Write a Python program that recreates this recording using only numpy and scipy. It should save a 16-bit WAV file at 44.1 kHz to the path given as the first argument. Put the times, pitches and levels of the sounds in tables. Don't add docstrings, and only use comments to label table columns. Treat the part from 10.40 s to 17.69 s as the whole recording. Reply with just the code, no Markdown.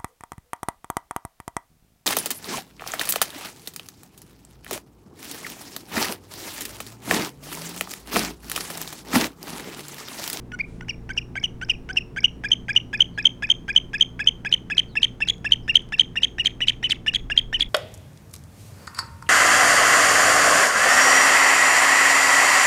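import sys
import numpy as np
from scipy import signal
from scipy.fft import rfft, irfft
from scipy.io import wavfile
from scipy.ndimage import uniform_filter1d

SR = 44100
rng = np.random.default_rng(int(sys.argv[2]) if len(sys.argv) > 2 else 0)


def pcm_store(signal):
    levels = np.round(np.clip(np.atleast_2d(signal), -1, 1) * 32767)
    wavfile.write(sys.argv[1], SR, levels.astype(np.int16).T)


N = 321489
TIME = np.arange(N) / SR

# frequency in Hz, level at mid-scene in dB.
HUM = [(29.5, -52), (58.3, -48), (117.3, -47), (142, -57.5), (173, -53), (199, -65), (237, -60.5),
       (255, -57), (361, -59), (451, -61)]
# frequency in Hz, relative density in dB per Hz.
AIR = [(20, -2), (45, -6), (80, -2), (130, 0), (240, -1), (400, -9), (600, -16.5), (1000, -21.5),
       (1500, -26), (2500, -33), (4500, -40.5), (9000, -44.5), (13000, -49), (17000, -51.5)]
# frequency in Hz, relative density in dB per Hz.
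WIND_COLOUR = [(15, -1), (30, 7.5), (50, -6), (90, -17.5), (300, -65)]
# centre in seconds, length in seconds, peak level in dB.
GUSTS = [(1.38, .2, -46), (5.22, 0.13, -40), (6.82, 0.17, -37), (7.18, 0.47, -39.5)]
# time in seconds, roughness as a fraction.
STRAIN = [(0, 0), (.5, 0.27), (1.1, 0.29), (2, 0.19), (4, 0.2), (4.85, 0.53), (5.15, 0.22), (5.8, 0.39),
          (6.5, 1.01), (6.95, 0.28), (7.29, 0.81)]
# start in seconds, length in seconds, starting pitch in Hz,
# nominal level before the break in dB, nominal level after it in dB.
SOFT_NOTES = [(0.121, 0.055, 1458, -33, -60), (0.411, 0.028, 1450, -43.5, -55),
              (0.694, 0.031, 1509, -29, -33), (.957, 0.032, 1535, -29, -22.5),
              (1.216, 0.022, 1430, -29.5, -61), (1.492, .029, 1455, -29.5, -48),
              (1.765, .031, 1509, -26, -22.5), (2.04, .037, 1585, -24.5, -26),
              (2.286, .035, 1576, -23.5, -20.5), (2.531, 0.035, 1629, -24, -23),
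              (2.778, 0.039, 1635, -23.5, -26), (3.024, 0.036, 1628, -24, -21.5),
              (3.283, 0.036, 1550, -25, -21), (3.535, 0.037, 1617, -23.5, -23.5),
              (3.795, .038, 1614, -23.5, -25), (4.051, 0.032, 1596, -25.5, -22.5),
              (4.301, 0.038, 1620, -25.5, -21), (4.555, 0.034, 1687, -28, -14.5),
              (4.805, 0.036, 1675, -28.5, -15), (5.046, .036, 1636, -24, -20.5),
              (5.28, 0.037, 1730, -27, -14.5), (5.523, .033, 1690, -27, -20.5),
              (5.758, 0.034, 1780, -28, -17), (5.984, 0.038, 1813, -30, -16.5),
              (6.206, 0.042, 1860, -27, -17), (6.429, .046, 1868, -27, -17),
              (6.664, 0.037, 1690, -25.5, -13.5), (6.901, 0.032, 1622, -25.5, -18.5),
              (7.129, 0.043, 1780, -26, -17)]
# time in seconds, climb before the break in Hz per second,
# leap above the starting pitch in Hz, lag of the full voice in seconds, lift of the second harmonic in dB.
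BOLDNESS = [(.15, 0, 716, 0.015, -2), (.5, 2000, 734, 0.0094, -1), (1, 7003, 742, 0.0045, 4),
            (2.1, 11501.5, 844, 0.0046, 4), (4.2, 11498.5, 954, .005, 6), (5.1, 11498.5, 1068, 0.0032, 2),
            (5.8, 13005, 1017, 0.0044, 9.5), (6.4, 14004, 1135, 0.0052, 5), (7.1, 12002, 1244, 0.0037, 4.5)]
# frequency in Hz, gain in dB.
SOFT_COLOUR = [(2800, -13.5), (3500, -17.5), (4300, -31), (5300, -15), (6800, -24.5), (7600, -30.5),
               (8700, -27), (10500, -54), (16500, -60)]
# frequency in Hz, relative density in dB per Hz.
RASP = [(500, -26), (1200, -22.5), (1700, -3.5), (2400, 6), (3500, 3.5), (4200, -16.5), (5500, -12.5),
        (7500, -9.5), (10200, -16), (11000, -24), (16500, -38)]
# frequency in Hz, relative density in dB per Hz.
CLICK = [(300, -20), (800, -0.5), (1200, -10.5), (1600, 7), (2700, 1.5), (4400, -26.5), (5400, -10.5),
         (7500, -31), (10000, -39), (16500, -41.5)]
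# delay in seconds, gain before colouring in dB.
ECHOES = [(0.037, 0.5), (.0665, -18.5), (.083, -21.5)]
# frequency in Hz, gain in dB.
ECHO_COLOUR = [(1000, -24.5), (1600, -24.5), (2300, -16.5), (2750, -22.5), (3050, -30.5), (3500, -24),
               (4600, -29), (6300, -30.5), (12000, -29.5)]
# frequency in Hz, gain in dB.
TAIL_COLOUR = [(1000, -34), (2300, -24.5), (3000, -34), (3400, -28), (4300, -33.5), (5500, -21),
               (6100, -27), (6600, -19.5), (7600, -32), (12000, -35.5)]
# frequency in Hz, relative density in dB per Hz.
HISS_COLOUR = [(3500, -22), (4800, -1), (5600, 0.5), (7000, -7.5), (9000, -19), (11500, -36), (16500, -50)]
# first swell in seconds, its pitch in Hz, its nominal level in dB,
# delay to the second swell in seconds, pitch of the second swell in Hz.
LOUD_NOTES = [(0.203, 2134, -23, 0.0092, 2350), (.497, 2770, -23, .011, 2345),
              (0.7806, 2720, -16.5, 0.0084, 2460), (1.0432, 2973, -15.5, 0.013, 2860),
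              (1.3017, 2807, -12.5, 0.013, 2484), (1.574, 2700, -12, 0.01, 2620),
              (1.846, 2837, -6, 0.0094, 2970), (2.12, 3047, -7.5, 0.013, 3103),
              (2.3655, 2856, -6, .01, 2980), (2.6085, 2980, -4.5, .013, 3124),
              (2.8573, 3078, -4, .013, 3136), (3.104, 3090, -7, 0.013, 3160),
              (3.365, 3040, -3.5, 0.013, 3100), (3.6124, 3093, -5, 0.013, 3160),
              (3.8754, 3046, -4.5, 0.012, 3105), (4.1281, 3020, -7, 0.014, 3091),
              (4.3824, 3097, -6.5, 0.014, 3070), (4.6326, 3093, -5.5, 0.014, 3154),
              (4.8876, 3206, -13.5, 0.013, 3310), (5.123, 3048, -3, .012, 3080),
              (5.3577, 3050, -2, 0.012, 3163), (5.598, 3040, -3, 0.013, 3174),
              (5.835, 3070, -8, 0.011, 3216), (6.06, 3120, -9.5, .011, 3154),
              (6.2849, 3105, -6, 0.012, 3140), (6.5097, 3270, -12.5, 0.012, 3043),
              (6.7495, 3190, -12.5, 0.01, 3217), (6.9784, 3210, -3, 0.013, 3180),
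              (7.2093, 3326, -10, .016, 3344)]
# time in seconds, overshoot of the pitch crest in Hz,
# width of the first swell in seconds, then in dB the nominal levels of the second swell and the crest,
# and the gains of the second harmonic and the higher harmonics.
WHISTLE_SHAPE = [(.2, 136, 0.011, -21.5, -32, -30, -59), (.5, 140, 0.0091, -29.5, -34, -19, -42.5),
                 (1.45, 261, .011, -20.5, -21.5, -21.5, -34),
                 (1.85, 331, 0.0063, -13.5, -29.5, -19.5, -39.5),
                 (2.7, 421, 0.006, -10.5, -33, -20.5, -42.5), (3.88, 400, 0.0051, -11, -32.5, -20, -36.5),
                 (4.12, 1255, 0.0042, -10.5, -34.5, -22, -30), (4.88, 1228, 0.0038, -13, -33.5, -20.5, -31),
                 (5.4, 1397, 0.0054, -10.5, -42, -20, -31.5), (6.25, 1369, 0.0038, -13.5, -30.5, -21, -29),
                 (7.2, 1323, 0.0044, -14.5, -32, -30.5, -27)]
# frequency in Hz, gain in dB.
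OCTAVE_COLOUR = [(4400, -7), (5400, 3.5), (6000, -4), (6450, 3), (7100, -7.5), (9000, -8.5)]
# frequency in Hz, gain in dB.
WHISTLE_COLOUR = [(7000, -3.5), (8500, -4), (9400, -9), (10200, -8), (10900, -17), (12800, -18),
                  (14200, -24.5), (15300, -23.5), (17000, -22)]
# time in seconds, level in dB.
RUSTLE = [(.2, -91), (.29, -62), (.39, -66), (.47, -88)]
# frequency in Hz, relative density in dB per Hz.
RUSTLE_COLOUR = [(1000, -4), (2500, 1), (5000, -3.5), (10000, -6), (12000, -30), (17000, -24)]
# centre in seconds, level in dB.
TWIGS = [(4.982, -55.5), (5.421, -53), (5.49, -51)]
# start in seconds, length in seconds, first and last pitch in Hz, peak level in dB.
FAR_HOOT = [(1.495, 0.073, 760, 745, -49.5)]
# start in seconds, length in seconds, first and last pitch in Hz, peak level in dB.
FAR_BIRD = [(2.74, 0.091, 4430, 3740, -59), (4.484, 0.068, 4530, 3580, -57),
            (5.223, 0.051, 5450, 4860, -63.5)]

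HUM_FADE_DB_PER_S = -.4
BREEZE_DB, BREEZE_SWING_DB = -50.5, 2.5
USUAL_HZ, BREAK_AFTER_S, BREAK_POWER = 1620, 0.016, 2.78
WARM_UP_S, COLD_LINGER = 0.26, 0.58
SOFT_CLICK_DB, SOFT_CLICK_DB_PER_S = -32, 0.79
SOFT_CLICK_LEAD_S = .0015
TAIL_T60_S = 0.39
HISS_LEAD_S, HISS_S, HISS_DB, HISS_STRAIN_DB = .011, 0.0076, -52, 13.5
CLICK_LEAD_S = 0.0113
CLICK_DB, CLICK_DB_PER_HZ = -33.5, -0.0004
USUAL_WHISTLE_DB, WEAK_RICHNESS = -6, 0.66
SQUEAK_HZ, SQUEAK_SPREAD_DB = 5240, 3
SQUEAKS_FROM_S = 0.76
RISING_AFTER_S, RISING_SLIDE_HZ, RISING_DB, RISING_STRAIN_DB = 0.011, 900, -34.5, -20
RISING_UNTIL_S, RISING_LATE_DB = 4.6, -9.5
FALLING_LEAD_S, FALLING_SLIDE_HZ, FALLING_DB, FALLING_STRAIN_DB = .015, -800, -51.5, 13
STOPBAND_HZ = 17600


def from_db(db):
    return 10 ** (np.asarray(db) / 20)


def rms_one(x):
    return x / np.sqrt(np.mean(x ** 2) + 1e-20)


def in_time(rows):
    return np.interp(TIME, *np.transpose(rows))


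def at_time(rows, s):
    times, *columns = np.transpose(rows)
    return [np.interp(s, times, column) for column in columns]


def at_hz(points, hz):
    known_hz, db = np.transpose(points)
    return np.interp(np.log(np.maximum(hz, 1)), np.log(known_hz), db)


def coloured(x, spectrum):
    gain = from_db(at_hz(spectrum, np.fft.rfftfreq(N, 1 / SR)))
    return irfft(rfft(x) * gain, N)


def noise(spectrum):
    return rms_one(coloured(rng.standard_normal(N), spectrum))


def drift(rate_hz):
    position = TIME * 2 * rate_hz
    points = rng.standard_normal(int(position[-1]) + 2)
    return rms_one(np.interp(position, np.arange(len(points)), points))


def near(s):
    first, last = max(int((s - .03) * SR), 0), min(int((s + .09) * SR), N)
    span = slice(first, last)
    return span, TIME[span] - s


def swell(t, width, shape=2):
    return np.exp(-np.abs(2 * t / width) ** shape)


def step(t, rise):
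    return .5 + .5 * np.tanh(t / rise)


def glide(t, knots):
    s, hz = np.transpose(knots)
    return uniform_filter1d(np.interp(t, np.maximum.accumulate(s), hz), size=60)


def phase_of(hz):
    return 2 * np.pi * np.cumsum(hz) / SR


def background(air_db=-44.0, waver=.25):
    hum = np.zeros(N)
    for hz, db in HUM:
        level = from_db(db) * np.sqrt(2) * (1 + waver * drift(5))
        hum += level * np.sin(phase_of(hz + .8 * drift(3)))
    receding = from_db(HUM_FADE_DB_PER_S * (TIME - TIME.mean()))
    return hum * receding + from_db(air_db) * noise(AIR) + wind() * noise(WIND_COLOUR)


def wind():
    breeze = from_db(BREEZE_DB + BREEZE_SWING_DB * drift(2))
    return breeze + sum(from_db(db) * swell(TIME - s, length) for s, length, db in GUSTS)


def soft_notes(strain, jitter=.011, strain_jitter=0.016, rasp_db=-24, upper_rasp_db=-31,
               upper_overtones_db=-8, rise_db=5, sag_db=13, growl_db=-17, growl_strain_db=8,
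               deep_growl_db=-28, bright_db=7, upper_bright_db=-2, hesitant_db=-7, fade_dull_db=-6):
    out, rasp, click = np.zeros(N), noise(RASP), noise(CLICK)
    wobble = 1 + (jitter + strain_jitter * strain ** 2) * drift(900)
    tremor = rattle(strain, depth=0.057, rate_hz=670)
    uneven = 0.49 + 0.92 * drift(180)
    k = np.arange(2, 9)[:, None]
    for s, length, start_hz, low_db, upper_db in SOFT_NOTES:
        span, t = near(s)
        leap, end_hz, upper_hz, lag, octave_db = soft_shape(s, start_hz)
        effort = strain[span] - .35

        growth_db = rise_db * (np.clip(t / leap, 0, .8) - .5)
        hesitation_db = hesitant_db * step(lag - t, 0.0005)
        low = from_db(low_db + growth_db + hesitation_db)
        low = low * step(t - .001, .001) * step(leap - t, 0.0025)
        fading = np.clip((t - leap) / max(length - leap, .002), 0, 1) ** 2
        upper = from_db(upper_db - sag_db * fading)
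        upper = upper * step(t - leap - .001, 0.0016) * step(length - t, 0.0033)

        after_break_hz = end_hz * (1.045 + 0.067 * strain[span][0])
        low_hz = glide(t, [(.004, start_hz), (leap - .004, end_hz), (leap + .003, after_break_hz)])
        sag = 0.055 * fading + 0.13 * fading ** 3
        high_hz = upper_hz * (1.015 - sag - .07 * swell(t - leap, .007))
        low_phase, high_phase = phase_of(low_hz * wobble[span]), phase_of(high_hz * wobble[span])

        low_overtones_db = bright_db * effort + octave_db * (k == 2)
        high_overtones_db = upper_overtones_db + upper_bright_db * effort + fade_dull_db * fading
        registers = ((low, low_hz, low_phase, low_overtones_db),
                     (upper, high_hz, high_phase, high_overtones_db))
        for level, hz, phase, overtones_db in registers:
            gain = from_db(at_hz(SOFT_COLOUR, k * hz) + overtones_db) * (k * hz < SR / 2)
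            overtones = (gain * np.sin(k * phase)).sum(axis=0)
            out[span] += np.sqrt(2) * level * tremor[span] * (np.sin(phase) + overtones)

        growl = from_db(growl_db + growl_strain_db * effort) * np.sin(low_phase + low_phase / 2)
        deep_growl = from_db(deep_growl_db) * np.sin(low_phase / 2)
        out[span] += low * uneven[span] * (growl + deep_growl)
        breath = low * from_db(rasp_db) + upper * from_db(upper_rasp_db)
        out[span] += rasp[span] * breath * (.5 + 2 * strain[span])
        click_t = t - .001 + SOFT_CLICK_LEAD_S * (start_hz < USUAL_HZ)
        click_level = from_db(SOFT_CLICK_DB + SOFT_CLICK_DB_PER_S * s)
        out[span] += click[span] * click_level * swell(click_t, 0.0043, 5)
    return out


def soft_shape(s, start_hz):
    climb, leap_hz, lag, octave_db = at_time(BOLDNESS, s)
    leap = BREAK_AFTER_S * (USUAL_HZ / start_hz) ** BREAK_POWER * (1 + COLD_LINGER * coldness(s))
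    return leap, start_hz + climb * (leap - .008), start_hz + leap_hz, lag, octave_db


def coldness(s):
    return np.exp(-(s / WARM_UP_S) ** 2)


def rattle(strain, depth, rate_hz):
    beat = np.sin(phase_of(rate_hz * (1 + .25 * drift(120))))
    return (1 + depth * strain * beat) / (1 + 0.75 * depth * strain)


def shore(x):
    t = TIME[:SR]
    scatter = rng.standard_normal(SR) * from_db(-60 * t / TAIL_T60_S) * step(t - .008, .004)
    unit_scatter = scatter / np.sqrt(np.sum(scatter ** 2))
    tail = signal.fftconvolve(x, unit_scatter)[:N]
    echoes = sum(from_db(db) * np.interp(TIME - delay, TIME, x, left=0) for delay, db in ECHOES)
    return coloured(echoes, ECHO_COLOUR) + coloured(tail, TAIL_COLOUR)


def throat_hiss(strain):
    puffs = np.zeros(N)
    for s, *_ in LOUD_NOTES:
        span, t = near(s - HISS_LEAD_S)
        puffs[span] += swell(t, HISS_S)
    return puffs * from_db(HISS_DB + HISS_STRAIN_DB * strain) * noise(HISS_COLOUR)


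def whistles(strain, jitter=0.033, rasp_db=-22, second_width=0.0084, edge_db=-13, edge_rasp_db=-5,
             crest_jitter=0.084, start_jitter=0.11, resonance_hz=330, bright_db=5):
    out, rasp, click, wander = np.zeros(N), noise(RASP), noise(CLICK), drift(800)
    tremor = rattle(strain, depth=0.42, rate_hz=400)
    for s, first_hz, first_db, gap, second_hz in LOUD_NOTES:
        span, t = near(s)
        overshoot_hz, width, second_db, crest_db, octave_db, treble_db = at_time(WHISTLE_SHAPE, s)
        rich_db = WEAK_RICHNESS * (USUAL_WHISTLE_DB - first_db)
        crest_hz, start = first_hz + overshoot_hz, -CLICK_LEAD_S
        reach = crest_hz / first_hz - 1

        hz = glide(t, [(-.006, first_hz * (1.07 + 0.47 * reach)), (-.002, first_hz * 1.02),
                       (.001, first_hz * .998), (gap - .003, second_hz * 1.025),
                       (gap + .004, second_hz * .985), (gap + 0.01, second_hz * (.74 - .35 * reach))])
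        crest = swell(t - gap / 2, .0055, 3.07)
        hz = hz + (crest_hz - (first_hz + second_hz) / 2) * crest
        reach_jitter = reach * (crest_jitter * crest + start_jitter * step(-.003 - t, .001))
        phase = phase_of(hz * (1 + (jitter * strain[span] + reach_jitter) * wander[span]))

        first_swell = from_db(first_db) * swell(t, width, 2.87)
        second_swell = from_db(second_db) * swell(t - gap, second_width, 4.06)
        above_hz = np.maximum(hz - max(first_hz, second_hz), 0)
        swells = (first_swell + second_swell) / (1 + (above_hz / resonance_hz) ** 3)
        octave = from_db(octave_db + rich_db + at_hz(OCTAVE_COLOUR, 2 * hz))
        tone = np.sin(phase) + octave * np.sin(2 * phase)
        for k in range(3, 7):
            gain_db = treble_db + rich_db + at_hz(WHISTLE_COLOUR, k * hz) + bright_db * strain[span]
            tone += from_db(gain_db) * np.sin(k * phase) * (k * hz < SR / 2)

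        edge = from_db(second_db + edge_db) * strain[span]
        edge = edge * step(t - start, 0.00047) * step(gap + 0.011 - t, 0.0014)
        thin = edge * (1 - crest) + from_db(crest_db) * crest ** 2
        out[span] += np.sqrt(2) * tremor[span] * (swells * tone + thin * np.sin(phase))
        edge_breath = edge * from_db(edge_rasp_db) * step(gap + .007 - t, 0.0054)
        swell_breath = swells * from_db(rasp_db) * strain[span]
        out[span] += rasp[span] * (edge_breath + swell_breath)
        click_level = from_db(CLICK_DB + CLICK_DB_PER_HZ * overshoot_hz)
        out[span] += click[span] * click_level * swell(t - start, 0.0048)
    return out


def nest():
    level = from_db(in_time(RUSTLE))
    for s, db in TWIGS:
        span, t = near(s)
        level[span] += from_db(db) * swell(t, .003)
    return level * noise(RUSTLE_COLOUR)


def squeaks(strain, width=0.0042, jitter=0.01):
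    out, wobble = np.zeros(N), 1 + jitter * drift(990)
    slides = []
    for s, length, *_ in SOFT_NOTES:
        rising_db = RISING_DB + RISING_LATE_DB * step(s - RISING_UNTIL_S, .08)
        slides.append((s + length + RISING_AFTER_S, RISING_SLIDE_HZ, rising_db, RISING_STRAIN_DB))
    for s, *_ in LOUD_NOTES:
        slides.append((s - FALLING_LEAD_S, FALLING_SLIDE_HZ, FALLING_DB, FALLING_STRAIN_DB))
    for s, slide_hz, db, strain_db in slides:
        span, t = near(s)
        spread_db = SQUEAK_SPREAD_DB * rng.standard_normal()
        level = from_db(db + strain_db * strain[span] + spread_db) * step(s - SQUEAKS_FROM_S, .15)
        hz = (SQUEAK_HZ + slide_hz * np.tanh(t / width)) * wobble[span]
        out[span] += np.sqrt(2) * level * swell(t, width) * np.sin(phase_of(hz))
    return out


def far_calls(rows, jitter):
    out, wobble = np.zeros(N), 1 + jitter * drift(500)
    for s, length, start_hz, end_hz, db in rows:
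        span, t = near(s)
        hz = glide(t, [(0, start_hz), (length, end_hz)]) * wobble[span]
        out[span] += from_db(db) * swell(t - length / 2, length, 4) * np.sin(phase_of(hz))
    return out


def scene():
    strain = np.clip(in_time(STRAIN), 0, 1)
    osprey = soft_notes(strain) + throat_hiss(strain) + whistles(strain) + squeaks(strain)
    far = far_calls(FAR_HOOT, jitter=.008) + far_calls(FAR_BIRD, jitter=.04)
    return (background() + osprey + shore(osprey) + nest() + far)[None]


def record(dry):
    low_pass = signal.cheby2(16, 60, STOPBAND_HZ, fs=SR, output="sos")
    return signal.sosfilt(low_pass, np.clip(dry, -1, 1))


dry = scene()
out = record(dry)
pcm_store(out)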